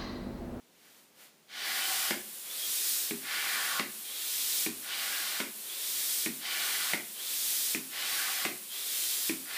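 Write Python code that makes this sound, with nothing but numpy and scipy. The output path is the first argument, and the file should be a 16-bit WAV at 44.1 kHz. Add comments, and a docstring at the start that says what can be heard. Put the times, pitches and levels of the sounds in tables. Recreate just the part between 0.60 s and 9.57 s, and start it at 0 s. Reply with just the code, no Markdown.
"""A double-acting floor pump fills a balloon in a wood-lined room, a few metres from a mono microphone.
First the handle is nudged. On the pull, air hisses through the nozzle and a hollow-sounding inlet sucks,
until the piston clacks against the cap. On the push, the jet returns and a second inlet hisses thinly,
until the piston thumps on the base. The cycle repeats, a fine hiss lingering between strokes,
and the sound ends early in the sixth pull."""
import sys
import numpy as np
from scipy import signal
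from scipy.fft import rfft, irfft, next_fast_len
from scipy.io import wavfile
from scipy.ndimage import map_coordinates

SR = 44100
rng = np.random.default_rng(int(sys.argv[2]) if len(sys.argv) > 2 else 0)


def store_wav(level_fs):
    """Save 16-bit WAV to argv[1]."""
    pcm = np.round(np.clip(np.atleast_2d(level_fs), -1, 1) * 32767)
    wavfile.write(sys.argv[1], SR, pcm.T.astype(np.int16))


N = 395577
TIME = np.arange(N) / SR

# Table levels are relative: the functions add their own gains.
# (start [s], inlet rise [s], jet rise [s], inlet level [dB], jet level [dB], chamber ring [dB])
PULLS = [(.87, 0.23, 0.58, -40, -33, -3.5), (2.6, 0.15, 0.34, -40.5, -36.8, 1.5),
         (4.2, 0.16, 0.31, -41.5, -37, -6), (5.78, .13, 0.31, -40, -34.5, -6),
         (7.29, 0.12, 0.28, -40.5, -35, -5.5), (8.83, 0.24, 0.25, -40, -39, 1)]
# (start [s], inlet rise [s], jet rise [s], inlet level [dB], jet level [dB],
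#  jet easing [dB], flap note [dB])
PUSHES = [(1.81, .24, 0.51, -43.5, -31.5, 7.5, -3), (3.43, 0.039, 0.6, -41, -31.5, 3, -8),
          (5.03, 0.095, 0.5, -41.5, -32.2, 2, -4.5), (6.54, 0.074, 0.41, -41, -31, 3, -4),
          (8.08, 0.049, 0.41, -40.5, -33, 0.5, -6)]
# small first moves of the handle: (time [s], width [s], inlet level [dB], jet level [dB])
NUDGES = [(.27, 0.11, -68, -64.5), (.41, 0.08, -83, -65.5), (.63, 0.062, -63.5, -57.5)]
# piston impacts on cap and base: (time [s], level [dB], barrel thud [dB])
TOP_STOPS = [(1.508, -17, 2.5), (3.196, -18.5, 4.5), (4.802, -19.5, 4.5), (6.335, -19, 5.5),
             (7.851, -18, 7.5)]
BOTTOM_STOPS = [(2.509, -25, 6), (4.063, -22, 5), (5.661, -20.5, 3), (7.148, -20.5, 2.5), (8.695, -20, 3.5)]
# modes of cap, base and barrel (piston up, down): (frequency [Hz], level [dB], t60 [s])
CAP_MODES = [(529, -11, 0.027), (935, -13.5, 0.023), (1320, -20, 0.04), (1840, -15, .016), (2160, 2, 0.007),
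             (2850, -25, 0.0089), (4270, -16, .008)]
BASE_MODES = [(1920, -14, 0.027), (2380, 1, 0.0094), (2423, 1.5, 0.0071), (3250, -18.5, 0.011)]
BARREL_UP_MODES = [(151, -30.5, 0.097), (222, -14.5, 0.077), (265, -18, 0.087), (336, -12.5, 0.063),
                   (413, -19, 0.084)]
BARREL_DOWN_MODES = [(101.5, -27, 0.25), (169, -29, 0.32), (229.4, -13.5, 0.14), (261.4, -18, 0.26),
                     (323, -7.5, 0.098), (361, -17.5, 0.088), (402.5, -24, 0.25)]
# noise spectra: (frequency [Hz], spectral level [dB])
JET_SPECTRUM = [(80, -53), (180, -21), (330, -13), (550, -22), (950, -22.5), (1700, -11.5), (2600, -8),
                (5000, 0.5), (6500, -1), (9200, 2), (10800, -0.5), (12400, 1.5), (14000, -0.5), (15200, 2)]
PULL_SPECTRUM = [(100, -56), (200, -14), (480, -12.5), (760, -1.5), (930, -9), (1130, -6.5), (1500, -2.5),
                 (2200, 1.5), (2700, 2), (3100, 6), (4800, 2.5), (6000, -4.5), (9000, -13), (15000, -24)]
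PUSH_SPECTRUM = [(300, -42), (1000, -27), (2300, -12.5), (2900, -9.5), (3250, -3.5), (3900, -3.5),
                 (4700, -10), (6200, -13.5), (12000, -12)]
LEAK_SPECTRUM = [(130, -43), (330, -8), (800, -11), (2000, -7.5), (3500, -2.5), (6000, -5), (8800, 0.5),
                 (11000, 1), (13000, 0), (15000, 1)]
BACKGROUND_SPECTRUM = [(25, -10), (60, 9), (110, -0.5), (230, 6), (400, 2), (600, 0.5), (1300, -6),
                       (3300, -5.5), (15000, -11.5)]
SIZZLE_SPECTRUM = [(150, -64), (330, 5.5), (800, 2), (2000, 6), (5500, -2), (8000, -1), (15000, 1)]
RATTLE_SPECTRUM = [(100, -14), (350, -5), (700, -7.5), (1300, -6.5), (2100, 2), (3200, -8),
                   (7000, -17), (15000, -38)]
# gliding notes of chamber and inlet flap: (time into stroke [s], frequency [Hz], level [dB])
CHAMBER_GLIDE = [(.05, 1900, -2), (.15, 1900, -1), (.33, 1820, 1), (.45, 1750, -2), (.6, 1500, -3)]
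FLAP_GLIDE = [(.045, 3180, -3.5), (.095, 3480, -4), (.25, 3650, -13), (.5, 3800, -11)]
# steady narrow resonances colouring the inlet hiss: (frequency [Hz], bandwidth [Hz], level [dB])
STEADY_RESONANCES = [(811, 23, 1.5), (1119, 37, 5.5), (1450, 45, 3), (1747, 19, 3), (2010, 100, -6),
                     (2330, 39, 0), (3040, 23, -23)]
# half-formed inlet whistles: (time [s], width [s], frequency [Hz], level [dB])
WHISTLES = [(1.25, 0.037, 3050, -42), (1.32, 0.21, 764, -52), (2.03, 0.04, 3260, -44),
            (4.361, 0.054, 2980, -46), (4.55, 0.044, 1627, -42), (5.92, 0.067, 3030, -44.5),
            (7.59, 0.045, 1594, -40), (7.73, 0.096, 765, -51)]
# echoes from floor, ceiling and walls: (delay [s], level [dB])
REFLECTIONS = [(.0031, -17), (.0062, -33), (0.0111, -9.5), (0.0117, -9.5), (0.015, -21), (.026, -12),
               (0.0391, -8.5)]
# reverberation time: (frequency [Hz], t60 [s])
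ROOM_DECAY = [(100, 0.49), (300, 0.37), (1000, 0.31), (3000, 0.31), (8000, 0.37), (15000, 0.082)]
# microphone bass roll-off: (frequency [Hz], gain [dB])
MIC_RESPONSE = [(20, -24), (50, -21), (90, -13.5), (150, 0.5)]


def nozzle():
    """Turbulent jet noise: weak flow gives mostly sizzle, strong flow a broad hiss."""
    level_db = jet_level() + .5 * wobble(18)
    jet = amp(level_db + 1.5) * noise(JET_SPECTRUM)
    sizzle_db = np.minimum(level_db - .5, -51)  # stops growing once air flows freely
    return jet + amp(sizzle_db) * noise(SIZZLE_SPECTRUM)


def jet_level():
    """Jet level in dB follows the flow: pulls level off early, the harder pushes peak late."""
    pulls = sum(amp(db) * stroke(start, rise, curve=1.76, easing_db=2, release_s=.19)
                for start, _, rise, _, db, _ in PULLS)
    pushes = sum(amp(db) * stroke(start, rise, curve=1.31, easing_db=easing, release_s=.2)
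                 for start, _, rise, _, db, easing, _ in PUSHES)
    nudges = sum(amp(db) * swell(at, width) for at, width, _, db in NUDGES)
    return 20 * np.log10(pulls + pushes + nudges + 1e-6)


def stroke(start, rise_s, curve, easing_db, release_s):
    """Displacement drives flow: it builds, eases, then decays once the piston meets a stop."""
    end = min([at for at, *_ in TOP_STOPS + BOTTOM_STOPS if at > start], default=np.inf)
    building = np.sin(np.pi / 2 * np.clip((TIME - start) / rise_s, 0, 1)) ** curve
    late = np.clip((TIME - start - rise_s) / max(end - start - rise_s, 1e-3), 0, 1)
    dying_db = 60 * np.maximum(TIME - end, 0) / release_s
    return building * amp(-easing_db * late ** 2 - dying_db)


def piston_stops(blows, plastic, barrel, crack_db, rattle_db, rattle_t60, lowest_hz):
    """Impact excitation: the piston clicks on plastic, rattles the rod and sets the barrel thudding."""
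    out, t = np.zeros(N + SR), np.arange(SR // 3) / SR
    grit = noise(RATTLE_SPECTRUM)
    decay = amp(crack_db - 60 * t / .015) + amp(rattle_db - 60 * t / rattle_t60)
    for at, db, thud_db in blows:
        start = round(at * SR)
        rattle = np.roll(grit, -start)[:len(t)] * decay
        click = ring(plastic, t, attack_s=.0006, scatter_db=.5)
        thud = amp(thud_db) * ring(barrel, t, attack_s=.0039, scatter_db=2.1)
        out[start:start + len(t)] += amp(db) * (click + rattle + thud)
    # the knocks carry little bass below lowest_hz
    return signal.sosfilt(signal.butter(2, lowest_hz, "highpass", fs=SR, output="sos"), out[:N])


def ring(modes, t, attack_s, scatter_db):
    """Free vibration: a sum of damped modes whose strengths vary from blow to blow."""
    tones = sum(amp(db + scatter_db * rng.standard_normal() - 60 * t / t60) * np.cos(2 * np.pi * hz * t)
                for hz, db, t60 in modes)
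    return tones * (1 - np.exp(-t / attack_s))


def pull_inlet():
    """Cavity resonance: inrushing air blows the chamber like a bottle, lower as its volume grows."""
    times, hz, levels = np.transpose(CHAMBER_GLIDE)
    ring_db, elapsed = latest_stroke(PULLS)
    centre_hz = np.interp(elapsed, times, hz) * (1 + .06 * wobble(16))
    hollow_db = ring_db + np.interp(elapsed, times, levels) + wobble(22)
    hollow = amp(hollow_db) * noise_band(centre_hz, width_hz=430)
    rush = amp(2 + .15 * wobble(22)) * noise(PULL_SPECTRUM)
    flow = sum(amp(db) * stroke(start, rise, curve=1.28, easing_db=.8, release_s=.14)
               for start, rise, _, db, _, _ in PULLS)
    nudges = sum(amp(db) * swell(at, width) for at, width, db, _ in NUDGES)
    edge_tone = amp(-13.5 + 1.8 * wobble(9)) * noise_band(2800 * (1 + .1 * wobble(6)), width_hz=49)
    return (flow + nudges) * (rush + hollow + edge_tone)


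def push_inlet():
    """Flow noise at a valve: as the flap lifts, an airy note rises and a thin hiss fills in."""
    times, hz, levels = np.transpose(FLAP_GLIDE)
    note_db, elapsed = latest_stroke(PUSHES)
    note_gain = amp(note_db + np.interp(elapsed, times, levels))
    note = note_gain * noise_band(np.interp(elapsed, times, hz), width_hz=74)
    lifting_db = -9 * np.exp(-np.abs(elapsed) / .07)
    hiss = amp(1.5 + lifting_db + .84 * wobble(23)) * noise(PUSH_SPECTRUM)
    flow = sum(amp(db) * stroke(start, rise, curve=.76, easing_db=.8, release_s=.16)
               for start, rise, _, db, *_ in PUSHES)
    return flow * (hiss + note)


def colour_inlet(x):
    """Resonance: steady narrow bands reinforce the inlet hiss."""
    return filtered(x, lambda hz: 1 + sum(
        amp(db) * 1j * hz * width / (centre ** 2 - hz ** 2 + 1j * hz * width)
        for centre, width, db in STEADY_RESONANCES))


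def whistles():
    """Edge tones: brief airy notes at the lip of the inlet."""
    return sum(amp(db) * swell(at, width) * noise_band(hz, width_hz=47) for at, width, hz, db in WHISTLES)


def leak():
    """Pressure-driven flow: once the balloon holds air the nozzle hisses, a little louder as it fills."""
    start_s, rise_s, db_per_s = 1, .067, .12
    onset = np.clip((TIME - start_s) / rise_s, 0, 1) ** 2
    return onset * amp(-42 + db_per_s * TIME + .64 * wobble(12)) * noise(LEAK_SPECTRUM)


def room(x, early_db, tail_db):
    """Superposition of direct sound, dull reflections and a tail that shifts as body and balloon move."""
    dull = signal.lfilter(*signal.butter(1, 3500, fs=SR), x)
    early = sum(amp(db + early_db) * np.pad(dull, (round(delay * SR), 0))[:N] for delay, db in REFLECTIONS)
    blend_angle = 4 * TIME
    tail = np.cos(blend_angle) * reverberation(x) + np.sin(blend_angle) * reverberation(x)
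    return (x + early + amp(tail_db) * tail) / np.sqrt(1 + amp(tail_db) ** 2)


def reverberation(x):
    """A diffuse field decays exponentially, each band at its own rate."""
    hz, t, bands = signal.stft(rng.standard_normal(SR // 2), SR, nperseg=256)
    decay = amp(-60 * t / along(ROOM_DECAY, hz)[:, None])
    tail = signal.istft(bands * decay, SR, nperseg=256)[1]
    response = np.pad(tail / np.linalg.norm(tail), (round(.007 * SR), 0))
    return signal.oaconvolve(x, response)[:N]


def background():
    """Ambient noise: the steady floor of the still room."""
    return amp(-64) * noise(BACKGROUND_SPECTRUM)


def latest_stroke(rows):
    """Tone level (last column) and age in seconds of the latest stroke, at each sample."""
    starts, *_, tone_db = np.transpose(rows)
    index = np.maximum(np.searchsorted(starts, TIME) - 1, 0)
    return tone_db[index], TIME - starts[index]


def swell(at, width):
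    """Gaussian envelope around a moment."""
    return np.exp(-((TIME - at) / width) ** 2)


def wobble(rate):
    """Smooth random modulation, rate knots a second."""
    return map_coordinates(rng.standard_normal(int(N * rate / SR) + 4), [TIME * rate])


def noise_band(centre_hz, width_hz):
    """Modulation shifts low-passed noise to a centre that may move; rms 1."""
    band = filtered(rng.standard_normal(N), lambda hz: 1 / np.sqrt(1 + (hz / width_hz) ** 4))
    phase = 2 * np.pi * np.cumsum(centre_hz * np.ones(N)) / SR
    return unit(band * np.cos(phase))


def noise(spectrum):
    """Spectral shaping of white noise; rms 1."""
    return unit(filtered(rng.standard_normal(N), lambda hz: amp(along(spectrum, hz))))


def filtered(x, response):
    """Linear filtering: the spectrum of x times a frequency response."""
    size = next_fast_len(N + SR // 2)
    return irfft(rfft(x, size) * response(np.fft.rfftfreq(size, 1 / SR)), size)[:N]


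def along(points, hz):
    """Interpolation on a log frequency axis."""
    knots_hz, values = np.transpose(points)
    return np.interp(np.log(hz + 1), np.log(knots_hz + 1), values)


def amp(db):
    """Decibels to gain."""
    return 10 ** (np.asarray(db) / 20)


def unit(x):
    """Normalisation to rms 1."""
    return x / np.sqrt(np.mean(x ** 2) + 1e-20)


def scene():
    """Superposition: air and piston sound in the room, over its quiet background."""
    air = nozzle() + leak() + colour_inlet(pull_inlet() + push_inlet()) + whistles()
    top = piston_stops(TOP_STOPS, CAP_MODES, BARREL_UP_MODES,
                       crack_db=-4.5, rattle_db=-15, rattle_t60=.13, lowest_hz=121)
    bottom = piston_stops(BOTTOM_STOPS, BASE_MODES, BARREL_DOWN_MODES,
                          crack_db=-33, rattle_db=-16, rattle_t60=.11, lowest_hz=105)
    mono = room(air, early_db=-24, tail_db=-9.5)
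    mono += room(top, early_db=-8.5, tail_db=-4)
    mono += room(bottom, early_db=-8, tail_db=-9)
    mono += background()
    return np.array([mono, mono])


def record(dry):
    """Band limiting: a small microphone passes little bass and nothing above top_hz."""
    top_hz = 15450
    response = lambda hz: amp(along(MIC_RESPONSE, hz)) * (hz < top_hz)
    return np.array([filtered(channel, response) for channel in dry])


dry = scene()
out = record(dry)
store_wav(out)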